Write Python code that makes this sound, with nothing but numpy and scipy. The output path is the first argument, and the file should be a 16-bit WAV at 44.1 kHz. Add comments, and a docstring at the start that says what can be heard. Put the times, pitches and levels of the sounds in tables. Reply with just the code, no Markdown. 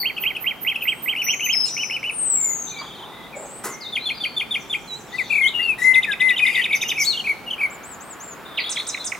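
"""Songbirds sing around a balcony: several repeat loops, hooks and whips in bursts, a blackbird flutes, others
whistle, trill and twitter. Each note is a gliding syrinx tone with overtones, some with a little hiss.
The garden answers every note, and the house wall answers all but the blackbird's.
Something scuffs on the tiles as shaped noise; a soft outdoor hush of coloured noise lies under it all."""
import sys
import numpy as np
from scipy import signal
from scipy.fft import rfft, irfft, next_fast_len
from scipy.io import wavfile
from scipy.ndimage import uniform_filter1d

SR = 44100
rng = np.random.default_rng(int(sys.argv[2]) if len(sys.argv) > 2 else 0)


def output_pcm(signal):
    """Save a mono or channel-first signal as 16-bit PCM at the path in sys.argv[1].

    Samples are clipped to [-1, 1] before scaling.
    """
    pcm = np.clip(np.atleast_2d(signal).T, -1, 1) * 32767
    wavfile.write(sys.argv[1], SR, np.round(pcm).astype(np.int16))


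N = 405279

TOP_HZ = 15800  # upper edge of overtones and of the final low-pass
ONSET_DB, ENDING_DB = -16, -16  # a held note starts and ends this far under its held level
CONTOUR_POINTS = 200


def undb(db):
    """Decibels to gain."""
    return 10 ** (np.asarray(db) / 20)


def unit(x):
    """Scale to rms 1."""
    return x / np.sqrt(np.mean(x ** 2))


def add(bus, x, start_s):
    """Mix a sound into a bus at a time."""
    at = int(round(start_s * SR))
    first, last = max(at, 0), min(at + x.shape[-1], N)
    bus[..., first:last] += x[..., first - at:last - at]


def walk(size, rate):
    """Random values joined by lines, rate of them a second."""
    place = np.arange(size) * rate / SR
    points = rng.standard_normal(4096)
    return np.interp(place, np.arange(len(points)), points)


def colour(points, hz):
    """Gain of a (Hz, dB) spectrum at given frequencies."""
    f, db = np.transpose(points)
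    return undb(np.interp(np.log(hz + 1), np.log(f), db))


def sing(bus, voice, contour):
    """A syrinx tone follows its contour and wavers; bus rows are left, right and the share sent to the garden."""
    # bird voices: left minus right/dB, garden send/dB, 2nd harmonic/dB, upper harmonics before ring and tilt/dB
    voices = { "looper": (-4.5, -10.5, -43.5, -50), "chatter": (1.5, -8.5, -32, -36.5),
              "ticker": (0, -8.5, -27, -38), "whipper": (-2.5, -2.5, -11, -40),
              "blackbird": (8, -12, -41, -41), "rasp": (4.5, -8, -15, -26),
              "whistler": (10.5, -2.5, -24.5, -37), "glider": (8.5, -2, -25, -50),
              "sizzler": (-6, -6.5, -50, -50), "far": (3.5, 2, -52, -53), "tit": (4, -7.5, -45, -50),
              "nasal": (-5, -3, 4.5, 12), "scolder": (-3, -1, -33, -48), }
    # fast pitch tremble of the harsh voices: depth/share of pitch, rate/Hz
    harsh = {"rasp": (.035, 900), "sizzler": (.028, 1500), "whipper": (.025, 900), "ticker": (.012, 600),
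             "glider": (.009, 500), "far": (.014, 250), "scolder": (.02, 1500), "tit": (.009, 120),
             "chatter": (.012, 400), "whistler": (.006, 400)}
    # hiss of air through the beak: level before its band filter, against the tone/dB
    air_db = {"blackbird": -32, "rasp": -12, "chatter": -34, "ticker": -26, "whipper": -18}
    ring_hz, ring_width_hz, ring_db = 10500, 1300, 15  # overtones ring in the beak
    blur_rad, blur_hz = .45, 1100  # phase jitter makes overtones breathy
    wall_delay_s, wall_db = (.011, .0071), -13  # echo at the left and right ear

    pan_db, echo_db, second_db, upper_db = voices[voice]
    wobble, wobble_hz = harsh.get(voice, (.003, 300))  # clear voices barely waver
    s, pitch, level_db = np.transpose(contour)
    t = np.arange(s[0], s[-1], 1 / SR)
    glide = uniform_filter1d(np.interp(t, s, pitch), size=90)
    hz = glide * (1 + wobble * walk(len(t), wobble_hz))
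    phase = 2 * np.pi * np.cumsum(hz) / SR
    tone = np.sin(phase) * np.minimum(hz / 1600, 1) ** 12  # a small beak radiates no low fundamental

    for k in range(2, 7):
        ring = ring_db * np.exp(-((k * hz - ring_hz) / ring_width_hz) ** 2)
        overtone_db = second_db if k == 2 else upper_db + ring - 0.58 * k
        grain_db = 4 * walk(len(t), 500)  # overtones are raspier than the fundamental
        blur = blur_rad * walk(len(t), blur_hz)
        overtone = np.sin(k * phase + blur) * (k * hz < TOP_HZ)
        tone += undb(overtone_db + grain_db) * overtone

    if voice in air_db:
        band = signal.butter(2, (6000, 11500), "bandpass", fs=SR, output="sos")
        tone += undb(air_db[voice]) * signal.sosfilt(band, rng.standard_normal(len(t)))

    # the valve opens and shuts within a couple of milliseconds; air pressure flutters
    valve = np.clip(np.minimum(t - t[0], t[-1] - t) / .002, 0, 1)
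    flutter_db = 1.2 * walk(len(t), 130)
    tone *= valve * undb(np.interp(t, s, level_db) + flutter_db)
    heard = undb([[pan_db / 2], [-pan_db / 2], [echo_db]]) * tone
    add(bus, heard, s[0])
    if voice != "blackbird":  # the blackbird arrives without a wall echo
        for ear, delay in enumerate(wall_delay_s):
            add(bus[ear], undb(wall_db) * heard[ear], s[0] + delay)


def repeated_syllables(bus):
    """Each syllable is a fixed bend of syrinx pitch and level, repeated on a beat or in a loose rhythm."""
    # syllables by name: voice, then rows of t after the start/ms, f/Hz, level before the gain below/dB
    syllables = { "loop": ("looper", [(0, 2100, -17), (10, 1950, -34), (18.4, 2180, -21), (29, 2750, -14),
                 (42, 3180, -16), (52.4, 3200, -19), (62.4, 2900, -29), (70, 2350, -19),
                 (83.4, 1914, -30)]), "arch": ("chatter", [(0, 1900, -39), (5, 2300, -15), (9, 2300, -40),
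                 (14.2, 3000, -17.5), (17.3, 2350, -20), (25, 2720, -22), (48, 3030, -20),
                 (65.5, 2950, -23), (70.7, 2580, -13), (82.3, 2050, -31.5)]),
                 "dip": ("chatter", [(0, 2750, -27), (11, 3300, -29), (18.5, 2450, -17.5),
                 (25.4, 2950, -26)]), "sizz": ("sizzler", [(0, 13200, -50), (12, 13750, -34),
                 (30, 13600, -27), (45.2, 12000, -40.5), (65, 13200, -37)]),
                 "peep": ("chatter", [(0, 3560, -24), (13.7, 3530, -15.5), (21, 3480, -17),
                 (28, 3300, -36)]), "hook": ("chatter", [(0, 3400, -21), (9.2, 3150, -15),
                 (13.6, 2700, -21), (18.8, 2050, -20), (26.7, 2450, -17.5), (38.2, 2370, -27)]),
                 "tick": ("ticker", [(0, 2300, -38), (11, 3100, -27), (15, 3950, -23), (17, 3650, -15),
                 (22.5, 3500, -21), (24.5, 2600, -25), (28.4, 2550, -15), (34, 2250, -19),
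                 (39.7, 1800, -24)]), "warble": ("chatter", [(0, 2300, -31), (24.2, 2650, -24),
                 (35.7, 2150, -16.5), (47.4, 2520, -23.5), (56, 2200, -14), (63.3, 2330, -19.5),
                 (82.5, 2130, -18), (87.4, 2100, -34)]), "stutter": ("chatter", [(0, 2900, -33),
                 (21, 2850, -25), (38, 2700, -35), (44, 3400, -29), (49, 3120, -18), (62, 2850, -32),
                 (67, 3300, -28), (74, 3000, -20), (84, 2750, -27)]), "zip": ("whipper", [(0, 5500, -33),
                 (13, 6500, -22), (20, 5300, -27), (30, 4600, -36)]), "whip": ("scolder", [(0, 4000, -31),
                 (8, 8300, -25), (15, 9200, -25), (25, 6500, -20), (32, 5700, -24), (42, 4600, -31)]),
                 "tut": ("looper", [(0, 3240, -28), (2.5, 2480, -21.5), (6, 2170, -18.5),
                 (11, 1800, -28.5)]), }
    # runs on a steady beat: syllable, gain/dB, first start/s, period/s, count
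    runs = [ ("loop", -.5, .031, .2057, 8), ("sizz", 2.5, -.012, .2058, 8), ("arch", -2, 1.149, .122, 3),
            ("arch", -2.5, 1.764, .1315, 3), ("tick", -1, 5.929, .0872, 12), ("zip", -3, 6.748, .0635, 3),
            ("whip", -2, 8.692, .1745, 3), ("tut", 0, 8.768, .175, 3), ("tut", -7, 8.797, .175, 3), ]
    # bursts in a loose rhythm: syllable, gain/dB, starts/s
    bursts = [ ("dip", 0, [.165, .223, .350, .682, .743, .807, .874]), ("peep", -1, [4.056, 4.364, 4.508]),
              ("peep", -8, [3.923, 4.202, 4.697]), ("hook", -1, [3.953, 4.087, 4.236, 4.395, 4.540, 4.727]),
              ("stutter", .5, [6.320, 6.572, 6.845, 7.128, 7.463]),
              ("warble", 0, [6.678, 6.949, 7.240, 7.580]), ]
    steady = [(name, db, first + period * np.arange(count)) for name, db, first, period, count in runs]
    for name, gain_db, starts in steady + bursts:
        voice, shape = syllables[name]
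        for start in starts:
            contour = [(start + ms / 1000, hz, db + gain_db) for ms, hz, db in shape]
            sing(bus, voice, contour)


def hold(t, attack_s, release_s):
    """Level in dB of a note that swells, holds and fades."""
    swell = np.clip(1 - t / max(attack_s, 1e-4), 0, 1)
    fade = np.clip(1 - (t[-1] - t) / max(release_s, 1e-4), 0, 1)
    return ONSET_DB * swell + ENDING_DB * fade


def slur(start, length, first_hz, middle_hz, last_hz, db, attack_s, release_s):
    """Contour of a whistle: one parabola of pitch, with attack, hold and release."""
    u = np.linspace(0, 1, CONTOUR_POINTS)
    bend = 4 * u * (1 - u)
    hz = first_hz + (last_hz - first_hz) * u + (middle_hz - (first_hz + last_hz) / 2) * bend
    return np.column_stack([start + u * length, hz, db + hold(u * length, attack_s, release_s)])


def slurred_whistles(bus):
    """Single whistles, each one smooth bend of syrinx pitch."""
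    # whistles: voice, start/s, length/s, first f/Hz, middle f/Hz, last f/Hz, held level/dB, attack/s, release/s
    whistles = [ ("whistler", 0, .055, 4640, 4420, 4260, -26, .003, .03),
                ("whistler", 1.22, .105, 5640, 5870, 5720, -24, .065, .012),
                ("nasal", 1.652, .048, 1315, 1414, 1100, -45, .005, .005),
                ("glider", 1.67, .29, 5400, 5400, 5330, -37, .01, .01),
                ("glider", 1.69, .2, 5860, 5930, 5930, -33, .01, .01),
                ("glider", 2.11, .61, 9180, 7330, 6150, -20.5, .11, .26),
                ("far", 2.36, .18, 2250, 2140, 2010, -44, .03, .02),
                ("far", 2.71, .13, 2414, 2320, 2226, -40, .01, .04),
                ("far", 2.783, .022, 4700, 4620, 4450, -32, .009, .012),
                ("far", 3.1, .2, 1980, 2020, 2010, -46.5, .04, .04),
                ("far", 3.325, .055, 2520, 2230, 2200, -37, .004, .04),
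                ("far", 3.6, .3, 1870, 2110, 2030, -42, .04, .08),
                ("far", 3.685, .065, 7340, 6500, 5700, -39, .005, .005),
                ("far", 3.805, .095, 5200, 3700, 4170, -35, .005, .01),
                ("far", 3.98, .11, 3400, 4150, 4160, -32.5, .04, .01),
                ("far", 4.14, .28, 4890, 4500, 4430, -40, .01, .15),
                ("looper", 4.875, .105, 4200, 3900, 4150, -25.5, .06, .045),
                ("blackbird", 5.127, .05, 1900, 2000, 2030, -25, .025, .02),
                ("blackbird", 5.182, .047, 2720, 2130, 1970, -18, .006, .014),
                ("whistler", 5.42, .074, 3600, 3030, 4200, -21, .035, .008),
                ("blackbird", 5.665, .08, 2800, 2580, 2370, -13.5, .028, .04),
                ("blackbird", 5.816, .02, 1960, 1980, 1940, -15.5, .004, .008),
                ("blackbird", 5.837, .094, 2040, 2050, 2040, -10.5, .012, .008),
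                ("blackbird", 5.93, .078, 2010, 2055, 2040, -10.5, .025, .022),
                ("blackbird", 6.065, .08, 1910, 1667, 1590, -20.5, .025, .035),
                ("blackbird", 6.199, .139, 1990, 2050, 1910, -13.5, .012, .025),
                ("blackbird", 6.399, .048, 2450, 2510, 2350, -9.5, .035, .006),
                ("rasp", 6.44, .2, 2517, 2380, 2230, -30, .005, .02),
                ("blackbird", 5.59, .028, 1850, 2020, 2150, -23, .01, .01),
                ("chatter", 5.626, .042, 4750, 4430, 4150, -34, .004, .03),
                ("rasp", 5.778, .092, 1890, 1950, 1990, -28, .01, .005),
                ("rasp", 6.976, .08, 5400, 5620, 3900, -22, .04, .03),
                ("whipper", 6.994, .066, 7200, 6000, 8600, -25, .008, .003),
                ("whistler", 7.035, .032, 2900, 3600, 4400, -24, .025, .002),
                ("whistler", 7.065, .08, 4420, 4200, 3250, -18.5, .004, .035),
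                ("scolder", 8.571, .034, 4300, 2400, 2000, -17, .008, .018),
                ("chatter", 8.92, .04, 4000, 4050, 4020, -29, .02, .012),
                ("chatter", 8.995, .04, 3990, 4040, 3990, -27, .014, .018), ]
    for voice, *row in whistles:
        sing(bus, voice, slur(*row))


def trill(start, length, first_hz, last_hz, db, rate, swing):
    """Contour of a trill: an even vibrato on a straight glide, quietest where the pitch is highest."""
    attack_s, release_s, throb_db = .012, .008, 3
    t = np.linspace(0, length, CONTOUR_POINTS)
    vibrato = np.cos(2 * np.pi * rate * t)
    hz = (first_hz + (last_hz - first_hz) * t / length) * (1 + swing * vibrato)
    level_db = db - throb_db * vibrato + hold(t, attack_s, release_s)
    return np.column_stack([start + t, hz, level_db])


def trilled_notes(bus):
    """Trills, whose pitch and level swing together about a glide."""
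    # trills: voice, start/s, length/s, first f/Hz, last f/Hz, mean held level/dB, swing rate/Hz, swing/share of f
    trills = [ ("whistler", 1.312, .125, 6650, 6180, -35, 26, .012),
              ("whistler", 1.432, .085, 6180, 6380, -30, 26, .014),
              ("whistler", 1.52, .148, 5310, 5260, -20, 28.5, .017),
              ("chatter", 2.66, .13, 3800, 3850, -39, 29, .06),
              ("chatter", 2.81, .26, 3500, 3350, -41, 24, .09),
              ("blackbird", 6.542, .075, 2200, 1920, -17, 62, .04),
              ("far", 3.04, .24, 3700, 3550, -50, 28, .07), ("far", 3.35, .12, 7400, 8200, -45, 32, .06),
              ("far", 3.5, .1, 7900, 8600, -44, 32, .04), ("far", 5.11, .25, 4100, 3950, -44, 36, .13),
              ("blackbird", 5.295, .118, 2610, 2280, -17.5, 38.5, .07),
              ("blackbird", 5.403, .082, 2150, 2145, -14.5, 38.5, .018),
              ("blackbird", 5.536, .138, 2900, 2760, -20.5, 90, .02),
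              ("blackbird", 6.445, .067, 2160, 2110, -16, 40, .05),
              ("chatter", 8.632, .075, 3450, 3700, -27, 38, .07),
              ("chatter", 8.753, .07, 3550, 3950, -24, 50, .11), ]
    for voice, *row in trills:
        sing(bus, voice, trill(*row))


def arch(start, length, top_hz, db):
    """Contour of a tit's call: a quick scoop up and a slow fall, thinned out at high pitch."""
    foot_hz, end_hz, top_share = 5600, 6500, .42  # pitch at either end; share of the call before its top
    thin_above_hz, thin_db_per_hz, edge_s = 7600, .014, .008
    u = np.linspace(0, 1, CONTOUR_POINTS)
    rise = np.maximum(1 - u / top_share, 0)
    fall = np.maximum((u - top_share) / (1 - top_share), 0)
    hz = top_hz - (top_hz - foot_hz) * rise ** 2.6 - (top_hz - end_hz) * fall ** 1.6
    thin_db = thin_db_per_hz * np.maximum(hz - thin_above_hz, 0)
    return np.column_stack([start + u * length, hz, db - thin_db + hold(u * length, edge_s, edge_s)])


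def tit_calls(bus):
    """The tit's thin arched calls."""
    # calls: start/s, length/s, top f/Hz, held level before thinning/dB
    calls = [(7.697, .068, 7800, -41), (7.83, .125, 8100, -38), (8.002, .143, 8500, -37),
             (8.197, .148, 7450, -37)]
    for row in calls:
        sing(bus, "tit", arch(*row))


def songs():
    """All the single notes and syllables on one bus."""
    bus = np.zeros((3, N))
    repeated_syllables(bus)
    slurred_whistles(bus)
    trilled_notes(bus)
    tit_calls(bus)
    return bus


def twitter():
    """Far birds run through quick overlapping falling notes of random pitch, mostly heard as echo."""
    # flurries: start/s, end/s, centre f/Hz, pitch swing/share of f, typical note level before the bus trim/dB
    flurries = [(.87, 1.1, 8200, 0.049, -49), (2.657, 3.024, 3750, 0.16, -47),
                (3.005, 3.277, 3700, 0.09, -52), (3.348, 3.609, 8000, 0.11, -49),
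                (3.9, 4.25, 4200, 0.12, -49), (4.547, 5.45, 6900, 0.2, -52), (5.081, 5.35, 4105, 0.25, -49),
                (5.79, 5.87, 6500, 0.25, -42), (6.442, 6.63, 2647, 0.187, -31.5),
                (8.457, 8.57, 3540, 0.1, -45), (8.565, 8.6, 3900, 0.25, -33),
                (8.626, 8.871, 3850, 0.12, -42), (8.879, 9.047, 3800, 0.087, -43)]
    step_s = .014
    bus = np.zeros((3, N))
    for start, end, hz, swing, db in flurries:
        chance = rng.standard_normal((60, 3))  # at most 60 notes each
        for beat, (late, high, loud) in zip(np.arange(start, end, step_s), chance):
            s = beat + .004 * late
            centre = hz * (1 + swing * high / 2)
            peak_db = db + 3 * loud
            sing(bus, "far", [
                (s, centre * (1 + swing / 2), peak_db - 8),
                (s + .01, centre, peak_db),
                (s + .022, centre * (1 - swing / 2), peak_db - 5),
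            ])
    return bus * undb([[-1], [-1], [1]])  # a little less direct, a little more garden


def scuffs():
    """Short grainy rubs on the tiles: noise through a broad resonance, pushed and let go."""
    # rubs: start/s, rise/s, fade/s, centre f/Hz, width/Hz, level/dB
    rubs = [(2.79, 0.028, 0.046, 1080, 450, -36.5), (2.98, 0.088, 0.12, 890, 300, -39),
            (3.33, 0.087, .09, 575, 250, -35.5), (3.638, 0.012, 0.052, 1130, 600, -31),
            (3.637, .02, 0.052, 365, 299, -34), (3.637, 0.015, 0.03, 8300, 7000, -27)]
    bus, t = np.zeros((3, N)), np.arange(SR // 2) / SR
    f = np.fft.rfftfreq(len(t), 1 / SR) + 1
    for start, rise, fade, hz, width, db in rubs:
        resonance = 1 / (1 + ((f - hz * hz / f) / width) ** 2)
        rub = unit(irfft(rfft(rng.standard_normal(len(t))) * resonance ** 0.81))
        grain = undb(2.9 * walk(len(t), 203))
        push = np.sqrt(np.minimum(t / rise, 1)) * np.exp(-np.maximum(t - rise, 0) / fade)
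        add(bus, undb([[0], [0], [-12]]) * rub * grain * push * undb(db), start)
    return bus


def garden(send):
    """Dense scatter from the balcony dies fast; houses and trees ring on softly."""
    near_t60_s, late_t60_s, late_db = 0.12, 0.81, -13.5  # late level against the near scatter
    t = np.arange(SR) / SR
    decay = undb(-60 * t / near_t60_s) + undb(late_db - 60 * t / late_t60_s)
    shared, own = rng.standard_normal(SR), rng.standard_normal((2, SR))
    build_up = np.minimum(t / 0.0071, 1)
    response = (shared + 0.84 * own) * decay * build_up
    response /= np.sqrt(np.sum(response ** 2, axis=1, keepdims=True))
    return signal.fftconvolve(send[None], response, axes=1)[:, :N]


def hush(spectrum, db):
    """Distant town and leaves: soft noise that swells a little, partly shared by both ears."""
    # stereo width of the hush: f/Hz, side minus mid level/dB
    width = [(70, -1.5), (160, -7.5), (300, -4.5), (650, -12.5), (1500, -9), (8000, -3)]
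    size = next_fast_len(N, True)
    f = np.fft.rfftfreq(size, 1 / SR)
    mid, side = rfft(rng.standard_normal((2, size))) * colour(spectrum, f)
    mid, side = irfft(mid)[:N], irfft(side * colour(width, f))[:N]
    swell_db = .5 * walk(N, 4.1)
    return np.array([mid + side, mid - side]) / mid.std() * undb(db + swell_db)


def outdoor_hush():
    """The hush grows slowly, then changes at once to another colour at 7.56 s."""
    # early hush: f/Hz, relative level/dB per Hz
    early_colour = [(18, -77), (30, -15), (50, -7.5), (65, -11), (95, -10.5), (145, -2), (180, -3.5),
                    (230, -1), (315, -5), (389, -2.5), (606, -7.5), (852, -3), (970, -7.5), (1330, -7.5),
                    (1640, -12.5), (2360, -14.5), (5890, -28), (8000, -30), (12300, -29), (15500, -29.5)]
    # later hush, from 7.56 s on: f/Hz, relative level/dB per Hz
    late_colour = [(18, -43), (30, -11.5), (243, -0.5), (432, -1.5), (1290, 0), (4910, -22), (6890, -30),
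                   (8500, -26), (15500, -23)]
    early_db, feeder_db = -41.7, -40  # mid level; for the early hush, halfway through its stretch
    change_s, rise_db_per_s = 7.56, .25
    t = np.arange(N) / SR
    early_hush = hush(early_colour, early_db + rise_db_per_s * (t - change_s / 2))
    return np.where(t < change_s, early_hush, hush(late_colour, feeder_db))


def scene():
    """Birds and scuffs, their garden reverberation, over the hush."""
    bus = songs() + twitter() + scuffs()
    direct = bus[:2].copy()
    direct[1] = np.roll(direct[1], 1)  # direct sound reaches the right channel one sample later
    return direct + garden(bus[2]) + outdoor_hush()


def record(dry):
    """A steep elliptic low-pass cuts the top of the treble."""
    low_pass = signal.ellip(10, .1, 80, TOP_HZ, fs=SR, output="sos")  # ripple and stopband in dB
    return signal.sosfilt(low_pass, dry)


dry = scene()
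out = record(dry)
output_pcm(out)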